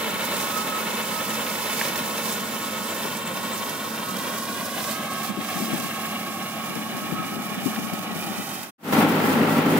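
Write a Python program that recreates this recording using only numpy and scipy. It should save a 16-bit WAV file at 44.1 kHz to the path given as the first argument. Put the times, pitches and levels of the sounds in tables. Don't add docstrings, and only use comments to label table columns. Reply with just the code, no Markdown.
import sys
import numpy as np
from scipy import signal
from scipy.fft import rfft, irfft, next_fast_len
from scipy.io import wavfile
from scipy.ndimage import map_coordinates

SR = 44100
rng = np.random.default_rng(int(sys.argv[2]) if len(sys.argv) > 2 else 0)


def generate_wav(sig):
    pcm = np.round(np.clip(np.atleast_2d(sig).T, -1, 1) * 32767).astype(np.int16)
    wavfile.write(sys.argv[1], SR, pcm)


N = 431738
TIME = np.arange(N) / SR
FFT_SIZE = next_fast_len(N, True)
SEAT_START_S = 8.75


def gain_of(db):
    return 10 ** (np.asarray(db) / 20)


def unit_rms(x):
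    return x / np.sqrt(np.mean(x ** 2) + 1e-20)


def curve(rows, column=1):
    rows = np.array(rows, float)
    return np.interp(TIME, rows[:, 0], rows[:, column])


def at_bins(points):
    hz, value = np.transpose(points)
    return np.interp(np.log(np.fft.rfftfreq(FFT_SIZE, 1 / SR) + 1), np.log(hz), value)


def equalise(x, eq):
    return irfft(rfft(x, FFT_SIZE) * gain_of(at_bins(eq)), FFT_SIZE)[..., :N]


def drift(rate_hz):
    size, hop = 2 ** 13, 64
    hz = np.fft.rfftfreq(size, hop / SR)
    wander = irfft(rfft(rng.standard_normal(size)) / (1 + (hz / rate_hz) ** 2))
    return unit_rms(np.interp(np.arange(N) / hop, np.arange(size), wander))


def pan(pan_db):
    return unit_rms(gain_of(np.array([[pan_db], [-pan_db]]) / 2))


def add(mix, start_s, sound):
    part = mix[:, max(round(start_s * SR), 0):][:, :sound.shape[1]]
    part += sound[:, :part.shape[1]]


def delayed(x, lag_ms):
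    return map_coordinates(x, [(TIME - lag_ms / 1000) * SR], order=3, mode="nearest")


# freq_hz, field_correlation, seat_correlation
STEREO_IMAGE = [(60, 0.18, 0.89), (300, 0.94, 0.94), (800, 0.89, 0.58), (1600, 0.25, 0.04),
                (4200, 0.99, 0.064), (6300, 0.15, 0.02)]
FIELD, SEAT = 1, 2
def mic_pair(noises, spot):
    mid, side = rfft(noises, FFT_SIZE)
    correlation = np.clip(at_bins([(row[0], row[spot]) for row in STEREO_IMAGE]), -.99, .99)
    mid, side = mid * np.sqrt(1 + correlation), side * np.sqrt(1 - correlation)
    return irfft(np.array([mid + side, mid - side]), FFT_SIZE)[:, :N]


def distance_gain(start_m=7.06, speed_m_per_s=1.0):
    return start_m / (start_m + speed_m_per_s * TIME)


# time_s, cycle_hz
ENGINE_SPEED = [(0, 12.39), (8.7, 12.39), (8.8, 12.94), (9.79, 12.94)]
def engine_cycles():
    return np.cumsum(curve(ENGINE_SPEED) * (1 + 0.001504 * drift(1.533))) / SR


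def clatter(cycles, loop_share, throb, spot=FIELD):
    size = round(SR / ENGINE_SPEED[0][1])
    one_cycle = rng.standard_normal((2, size))
    loop = np.array([np.interp(cycles % 1 * size, np.arange(size), side) for side in one_cycle])
    fresh = rng.standard_normal((2, N))
    rattle = np.sqrt(loop_share) * unit_rms(loop) + np.sqrt(1 - loop_share) * fresh
    pulse = np.cos(8 * np.pi * cycles) + np.cos(4 * np.pi * cycles) / 2
    return mic_pair(rattle * (1 + throb * pulse), spot)


# cycle_multiple, field_level_db, seat_level_db
EXHAUST_PARTIALS = [(8.07, -59, -39), (12.12, -52.5, -29.5), (14.92, -53, -54), (20.4, -51.5, -32),
                    (23.65, -77, -33.5), (23.77, -53, -49), (26.4, -55, -45), (29.88, -57.5, -32.5),
                    (32.7, -59, -35.5), (37.77, -58, -37), (45.9, -55, -34.5), (48.8, -55, -54),
                    (61.1, -67, -36), (64.7, -56.5, -58)]
ROTOR_PARTIALS = [(8.91, -57, -50), (17.81, -42, -27.5)]
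def exhaust_and_rotor_hum(cycles, spot, waver_db=1.0, smear_rad=0):
    hum = np.zeros(N)
    for partial in EXHAUST_PARTIALS + ROTOR_PARTIALS:
        multiple = partial[0]
        level = gain_of(partial[spot] + waver_db * drift(2.5))
        phase = 2 * np.pi * (multiple * cycles + rng.random())
        hum += level * np.sqrt(2) * np.sin(phase + smear_rad * multiple ** 2 * drift(9))
    return hum


# freq_hz, gain_db
RUMBLE_EQ = [(25, -46), (55, -26), (85, -16.5), (120, -8.5), (160, -0.5), (210, 8.5), (270, 1),
             (380, -14.5), (700, -19), (2000, -52)]
def engine_rumble(cycles, level_db=-39):
    body = unit_rms(equalise(clatter(cycles, loop_share=0.18, throb=0.21), RUMBLE_EQ))
    return pan(-.3) * body * gain_of(level_db + 1.46 * drift(5.9)) * distance_gain() ** 0.14


def flail_tremolo(cycles, depth):
    sweep = 2 * np.pi * ROTOR_PARTIALS[0][0] * cycles
    return 1 + depth * (np.cos(sweep) + np.cos(sweep / 4))


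# time_s, level_db
STRAW_FEED = [(0.0, -37.5), (0.14, -40), (0.38, -35), (0.73, -37.5), (1.87, -34), (1.96, -37), (2.32, -34),
              (2.39, -38.5), (2.79, -39.5), (2.84, -36), (3.29, -41), (3.6, -37), (3.91, -40), (4.43, -38),
              (4.45, -40.5), (4.85, -35), (5.09, -40.5), (5.28, -38), (5.32, -47.5), (5.51, -36),
              (6.08, -41), (7.6, -43.5), (7.65, -39), (8.1, -45), (8.21, -40.5), (8.5, -38)]
# freq_hz, gain_db
STRAW_EQ = [(1000, -15.5), (3500, -2.5), (5200, 4), (6200, 2.5), (7400, 1), (9000, 1), (12000, 2),
            (15500, 2.5)]
def straw_hiss(cycles, grain=0.22, crackles_per_s=250, decay_s=0.0057, trim_db=5.0):
    ticks = (rng.random((2, N)) < crackles_per_s / SR) * rng.standard_normal((2, N))
    ticks *= gain_of(7.3 * np.minimum(rng.exponential(1, (2, N)), 4))
    crackle = signal.lfilter([1], [1, -np.exp(-1 / (decay_s * SR))], abs(ticks))
    hiss = mic_pair(rng.standard_normal((2, N)), FIELD) * (1 + grain * unit_rms(crackle))
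    hiss = unit_rms(equalise(hiss * flail_tremolo(cycles, depth=0.011), STRAW_EQ))
    return pan(-9.5) * hiss * gain_of(curve(STRAW_FEED) + trim_db + drift(14))


# freq_hz, gain_db
CHOP_EQ = [(40, -58), (100, -23), (220, -7.5), (350, 0.5), (500, 3), (650, 0), (800, 1.5), (1050, -2),
           (1500, -3), (2000, -3.5), (2300, -4.5), (3000, -5.5), (3900, -4.5), (4650, -15), (5300, -28.5),
           (9000, -16.5)]
FAR_EQ = [(250, 10), (480, -1), (800, 4.5), (1600, 0.5), (2300, 3), (3100, 2.5), (4500, -2.5)]
# freq_hz, gain_db
RASP_EQ = [(1500, -32), (2150, 5), (2800, 1), (3600, -24)]
# time_s, gain_db
RASP_RIDE = [(0, 1), (2, 0.5), (3, -0.5), (4.5, -1.5), (5.5, 1.5), (6.5, 1.5), (8.5, 1)]
def chopping_roar(cycles, level_db=-30.5, crop_follow=0.25):
    near = unit_rms(equalise(clatter(cycles, loop_share=0.069, throb=0.031), CHOP_EQ))
    chop = near + (equalise(near, FAR_EQ) - near) * TIME / SEAT_START_S
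    chop += equalise(chop, RASP_EQ) * (gain_of(curve(RASP_RIDE)) - 1)
    crop_db = curve(STRAW_FEED) - curve(STRAW_FEED).mean()
    level = gain_of(level_db + crop_follow * crop_db + 1.27 * drift(20)) * distance_gain()
    return pan(-2.2) * chop * flail_tremolo(cycles, depth=0.025) * level


# time_s, centre_hz, offset_db
CHAFF_BAND = [(0, 7460, -11.5), (2, 7580, -14.5), (2.7, 7200, -8.5), (3.3, 8140, -8.5), (4, 8030, -15),
              (5.8, 8400, -14), (6.5, 8350, -31)]
def chaff_sizzle(half_width_hz=600, waver_hz=220):
    lowpass = signal.butter(2, half_width_hz, fs=SR, output="sos")
    noise = signal.sosfilt(lowpass, rng.standard_normal(N) + 1j * rng.standard_normal(N))
    carrier = np.exp(2j * np.pi * np.cumsum(curve(CHAFF_BAND) + waver_hz * drift(4.5)) / SR)
    level_db = curve(STRAW_FEED) + curve(CHAFF_BAND, column=2) + 4.4 * drift(14) + 2.9 * drift(70)
    return pan(24) * unit_rms((noise * carrier).real) * gain_of(level_db)


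# cycle_multiple, width_hz, offset_db, mesh (0 first, 1 second)
GEAR_PARTIALS = [(88.5, 9.3, -3.5, 0), (89.8, 24, -8, 0), (90.7, 110, -14, 0), (103.44, 4.5, 1.5, 1),
                 (103, 34, -6.5, 1), (117.3, 12, -11.5, 0), (130.2, 21, -9.5, 0)]
# time_s, level_db
FIRST_MESH_RIDE = [(0, -39.5), (3.3, -37.5), (4.1, -36.5), (6.3, -34), (7, -35.5), (8.5, -32.5)]
# centre_s, length_s, boost_db
LOAD_SURGES = [(0.642, 0.31, 12), (1.35, 0.43, 6.5), (2.7, 0.29, 6), (4.05, 1, 7.5), (5.084, 0.54, 7.5),
               (5.928, 0.21, 7), (6.7, .22, 2), (7.237, 0.42, 11), (7.914, .3, 5)]
def gear_whine(cycles, second_mesh_db=-47.5, fuzz=0.42, wander_rad=0.85):
    surge_db = sum(boost_db * np.exp(-(2 * (TIME - centre_s) / length_s) ** 4)
                   for centre_s, length_s, boost_db in LOAD_SURGES)
    mesh_gains = [pan(-0.5) * gain_of(curve(FIRST_MESH_RIDE)),
                  pan(-12.0) * gain_of(second_mesh_db + surge_db)]
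    whine = np.zeros((2, N))
    for multiple, width_hz, offset_db, mesh in GEAR_PARTIALS:
        phase = 2 * np.pi * (multiple * cycles + rng.random()) + wander_rad * drift(width_hz)
        sidebands = fuzz * (drift(2 * width_hz) + 1j * drift(2 * width_hz))
        tone = (np.exp(1j * phase) * (1 + sidebands)).real
        whine += mesh_gains[round(mesh)] * gain_of(offset_db) * unit_rms(tone)
    return whine * distance_gain()


# time_s, path1_ms, path2_ms, path3_ms
GROUND_LAGS = [(0, 2.01, 2.404, 2.279), (2, 1.93, 2.397, 2.274), (3, 1.9, 2.374, 2.244),
               (4, 1.87, 2.3, 2.232), (4.6, 1.77, 2.198, 2.017), (5.25, 1.55, 1.957, 1.755),
               (6.3, 1.41, 1.916, 1.745), (7, 1.26, 1.864, 1.726), (8.1, 1.29, 1.839, 1.66),
               (8.7, 1.15, 1.6, 1.65)]
# to_side, from_side, path, extra_ms, gain_before, gain_after, centre_hz
GROUND_TAPS = [(0, 0, 1, .013, .18, .3, 2230), (0, 0, 1, -.44, -.22, .06, 880),
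               (0, 0, 2, .005, -.38, -.5, 900), (0, 0, 2, -.18, .3, .4, 9900),
               (0, 1, 2, .07, -.5, -.46, 1700), (0, 1, 2, -.11, .32, .3, 2000),
               (1, 0, 2, .05, -.33, -.33, 1900), (1, 1, 3, -.011, .25, .4, 2400),
               (1, 1, 3, -.05, .25, .25, 800), (1, 1, 3, .483, -.2, -.3, 615)]
# time_s, lag_ms
LEFT_LAG = [(0, .055), (2, .05), (4.5, .04), (5.3, .045), (6.2, .075), (8.7, .09)]
def ground_echo(direct, move_start_s=4, move_end_s=5.3, half_width_octaves=1.6):
    spectra = rfft(direct, FFT_SIZE)
    hz = np.fft.rfftfreq(FFT_SIZE, 1 / SR) + 1
    moved = np.clip((TIME - move_start_s) / (move_end_s - move_start_s), 0, 1)
    combed = direct.copy()
    for to_side, from_side, path, extra_ms, before, after, centre_hz in GROUND_TAPS:
        bell = np.exp(-(np.log2(hz / centre_hz) / half_width_octaves) ** 2)
        band = irfft(spectra[from_side] * bell, FFT_SIZE)[:N]
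        echo = delayed(band, curve(GROUND_LAGS, column=path) + extra_ms)
        combed[to_side] += (before + (after - before) * moved) * echo
    return np.array([delayed(combed[0], curve(LEFT_LAG)), combed[1]])


def cracks(cues, trim_db=-4.0):
    mix, age_s = np.zeros((2, N)), np.arange(SR // 10) / SR
    for start_s, level_db, centre_hz, decay_s, pan_db in cues:
        edges_hz = [centre_hz / 3, min(centre_hz * 2, SR / 3)]
        bandpass = signal.butter(4, edges_hz, "band", fs=SR, output="sos")
        noise = rng.standard_normal(len(age_s)) + .5 * rng.standard_normal((2, len(age_s)))
        crack = unit_rms(signal.sosfilt(bandpass, noise)) * np.exp(-age_s / decay_s)
        add(mix, start_s, pan(pan_db) * gain_of(level_db + trim_db) * crack)
    return mix


# start_s, level_db, centre_hz, decay_s, pan_db
STALK_SNAPS = [(.5, -21, 1500, .006, 3), (1.465, -23.5, 1800, 0.01, 3), (1.8128, -11, 1300, 0.0032, 0),
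               (1.852, -23, 4000, 0.0034, -3), (3.03, -28, 2200, .008, 0), (3.052, -20.5, 650, 0.01, 9),
               (4.804, -27, 2500, .005, 0), (4.841, -24, 2500, .004, 0), (4.912, -27, 2500, 0.012, -2),
               (7.761, -22, 1710, 0.0039, 0)]
def stalk_snaps():
    return cracks(STALK_SNAPS)


# freq_hz, gain_db
WIND_EQ = [(30, -46), (70, -27), (130, -15.5), (190, 4), (270, 0), (400, -12), (700, -29), (2000, -68)]
# time_s, level_db, pan_db
WIND_EDDIES = [(5.291, -20.5, -29), (5.374, -19, 22), (5.602, -21, 13), (5.68, -26, 16), (5.729, -19, 22),
               (5.791, -26, 10), (6.759, -20.5, 18), (6.941, -23, 14), (7.122, -15.5, 19), (7.188, -21, 23),
               (7.359, -25, 18), (7.575, -22, -13), (7.659, -13.5, 28), (7.779, -22, 26), (7.927, -20, 25),
               (8.157, -23, 25), (8.384, -21.5, 27), (9.011, -27, 4), (9.721, -10, -1)]
def wind_bumps(rise_s=0.01, lead_s=.004, trim_db=-6.0, low_cut_hz=100):
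    mix = np.zeros((2, N))
    air = signal.hilbert(equalise(rng.standard_normal(N), WIND_EQ), next_fast_len(N))[:N]
    air = unit_rms(air.real / np.sqrt(abs(air) + 1e-9))
    age = np.arange(SR // 6) / SR / rise_s
    for time_s, level_db, pan_db in WIND_EDDIES:
        eddy = air[:len(age)] * age * np.exp(1 - age)
        air = np.roll(air, -len(age))
        add(mix, time_s - lead_s, pan(pan_db) * gain_of(level_db + trim_db) * eddy)
    return signal.sosfilt(signal.butter(3, low_cut_hz, "high", fs=SR, output="sos"), mix)


# start_s, end_s, level_db
WIND_GUSTS = [(5.505, 5.892, -36), (6.643, 8.452, -38)]
def wind_gusts(ramp_s=0.048, lumpy_db=3):
    level = sum(gain_of(level_db) * np.clip(np.minimum(TIME - start_s, end_s - TIME) / ramp_s, 0, 1)
                for start_s, end_s, level_db in WIND_GUSTS)
    flutter = unit_rms(equalise(rng.standard_normal(N), WIND_EQ))
    return pan(42) * flutter * level * gain_of(lumpy_db * drift(16))


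# freq_hz, gain_db
KNOCK_EQ = [(25, -48), (85, -33), (130, -22), (180, 8.5), (270, 5.5), (400, 2), (1200, -7.5), (2500, -10),
            (5000, -34), (9000, -49)]
def diesel_knock(cycles, level_db=-26, decay_s=0.0091, uneven_db=3):
    since_firing_s = (4 * cycles % 1) / (4 * curve(ENGINE_SPEED))
    envelope = np.exp(-since_firing_s / decay_s) * gain_of(uneven_db * drift(16))
    blows = envelope * mic_pair(rng.standard_normal((2, N)), SEAT)
    return gain_of(level_db) * unit_rms(equalise(blows, KNOCK_EQ))


# pitch_hz, width_hz, level_db
PANEL_MODES = [(1350, 21, -35.5), (1954, 11, -42)]
def panel_ring():
    return sum(gain_of(level_db) * drift(width_hz) * np.sin(2 * np.pi * pitch_hz * TIME)
               for pitch_hz, width_hz, level_db in PANEL_MODES)


# freq_hz, gain_db
SEAT_ROAR_EQ = [(25, -46), (85, -41), (130, -24), (180, -3), (245, 1.5), (300, -4), (360, -10.5),
                (480, -8.5), (660, -15.5), (800, -8.5), (1200, -12.5), (2100, -18), (3200, -23.5),
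                (5000, -33.5), (9000, -65)]
SEAT_HISS_EQ = [(2000, -1), (5000, -1.5), (8000, -2.5), (12000, -1), (15500, 2)]
def engine_at_seat(cycles, roar_db=-21.3, hiss_db=-32.5, settled_at_s=9.06, settle_s=0.02):
    opening = np.clip((settled_at_s - TIME) / settle_s, 0, 1)
    roar = unit_rms(equalise(clatter(cycles, loop_share=0.28, throb=0.047, spot=SEAT), SEAT_ROAR_EQ))
    roar *= gain_of(roar_db + 2.5 * opening + 0.32 * drift(25))
    hiss = unit_rms(equalise(rng.standard_normal((2, N)), SEAT_HISS_EQ))
    hiss *= gain_of(hiss_db + 5 * opening + 2.1 * drift(18))
    panels = panel_ring()
    rough_cycles = cycles + 0.0024 * drift(3.5)
    hum_gain = gain_of(-3.5 + 1.3 * drift(17))
    hum = hum_gain * exhaust_and_rotor_hum(rough_cycles, SEAT, smear_rad=.0009)
    return pan(1.1) * (roar + panels + hum + diesel_knock(cycles)) + hiss


# start_s, level_db, centre_hz, decay_s, pan_db
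BODY_JOLTS = [(8.926, -27, 1470, 0.0098, 0), (9.015, -18.5, 1120, 0.014, 5), (9.719, -10, 500, .004, 0)]
def body_jolts():
    return cracks(BODY_JOLTS)


def scene():
    cycles = engine_cycles()
    mulcher = chopping_roar(cycles) + gear_whine(cycles) + straw_hiss(cycles) + chaff_sizzle()
    field = ground_echo(mulcher) + engine_rumble(cycles)
    field += exhaust_and_rotor_hum(cycles, FIELD) + stalk_snaps()
    seat = engine_at_seat(cycles) + body_jolts()
    return np.where(TIME < SEAT_START_S, field, seat) + wind_bumps() + wind_gusts()


# time_s, gain
MASTER_FADE = [(8.3, 1), (8.55, .85), (8.7, .25), (8.71, 0), (8.78, 0), (8.83, .04), (8.87, .28),
               (8.922, .42), (8.927, 1)]
def record(dry):
    high_cut = signal.firwin(511, cutoff=15750, window=("kaiser", 9), fs=SR)
    return signal.oaconvolve(dry * curve(MASTER_FADE), high_cut[None], "same")


dry = scene()
out = record(dry)
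generate_wav(out)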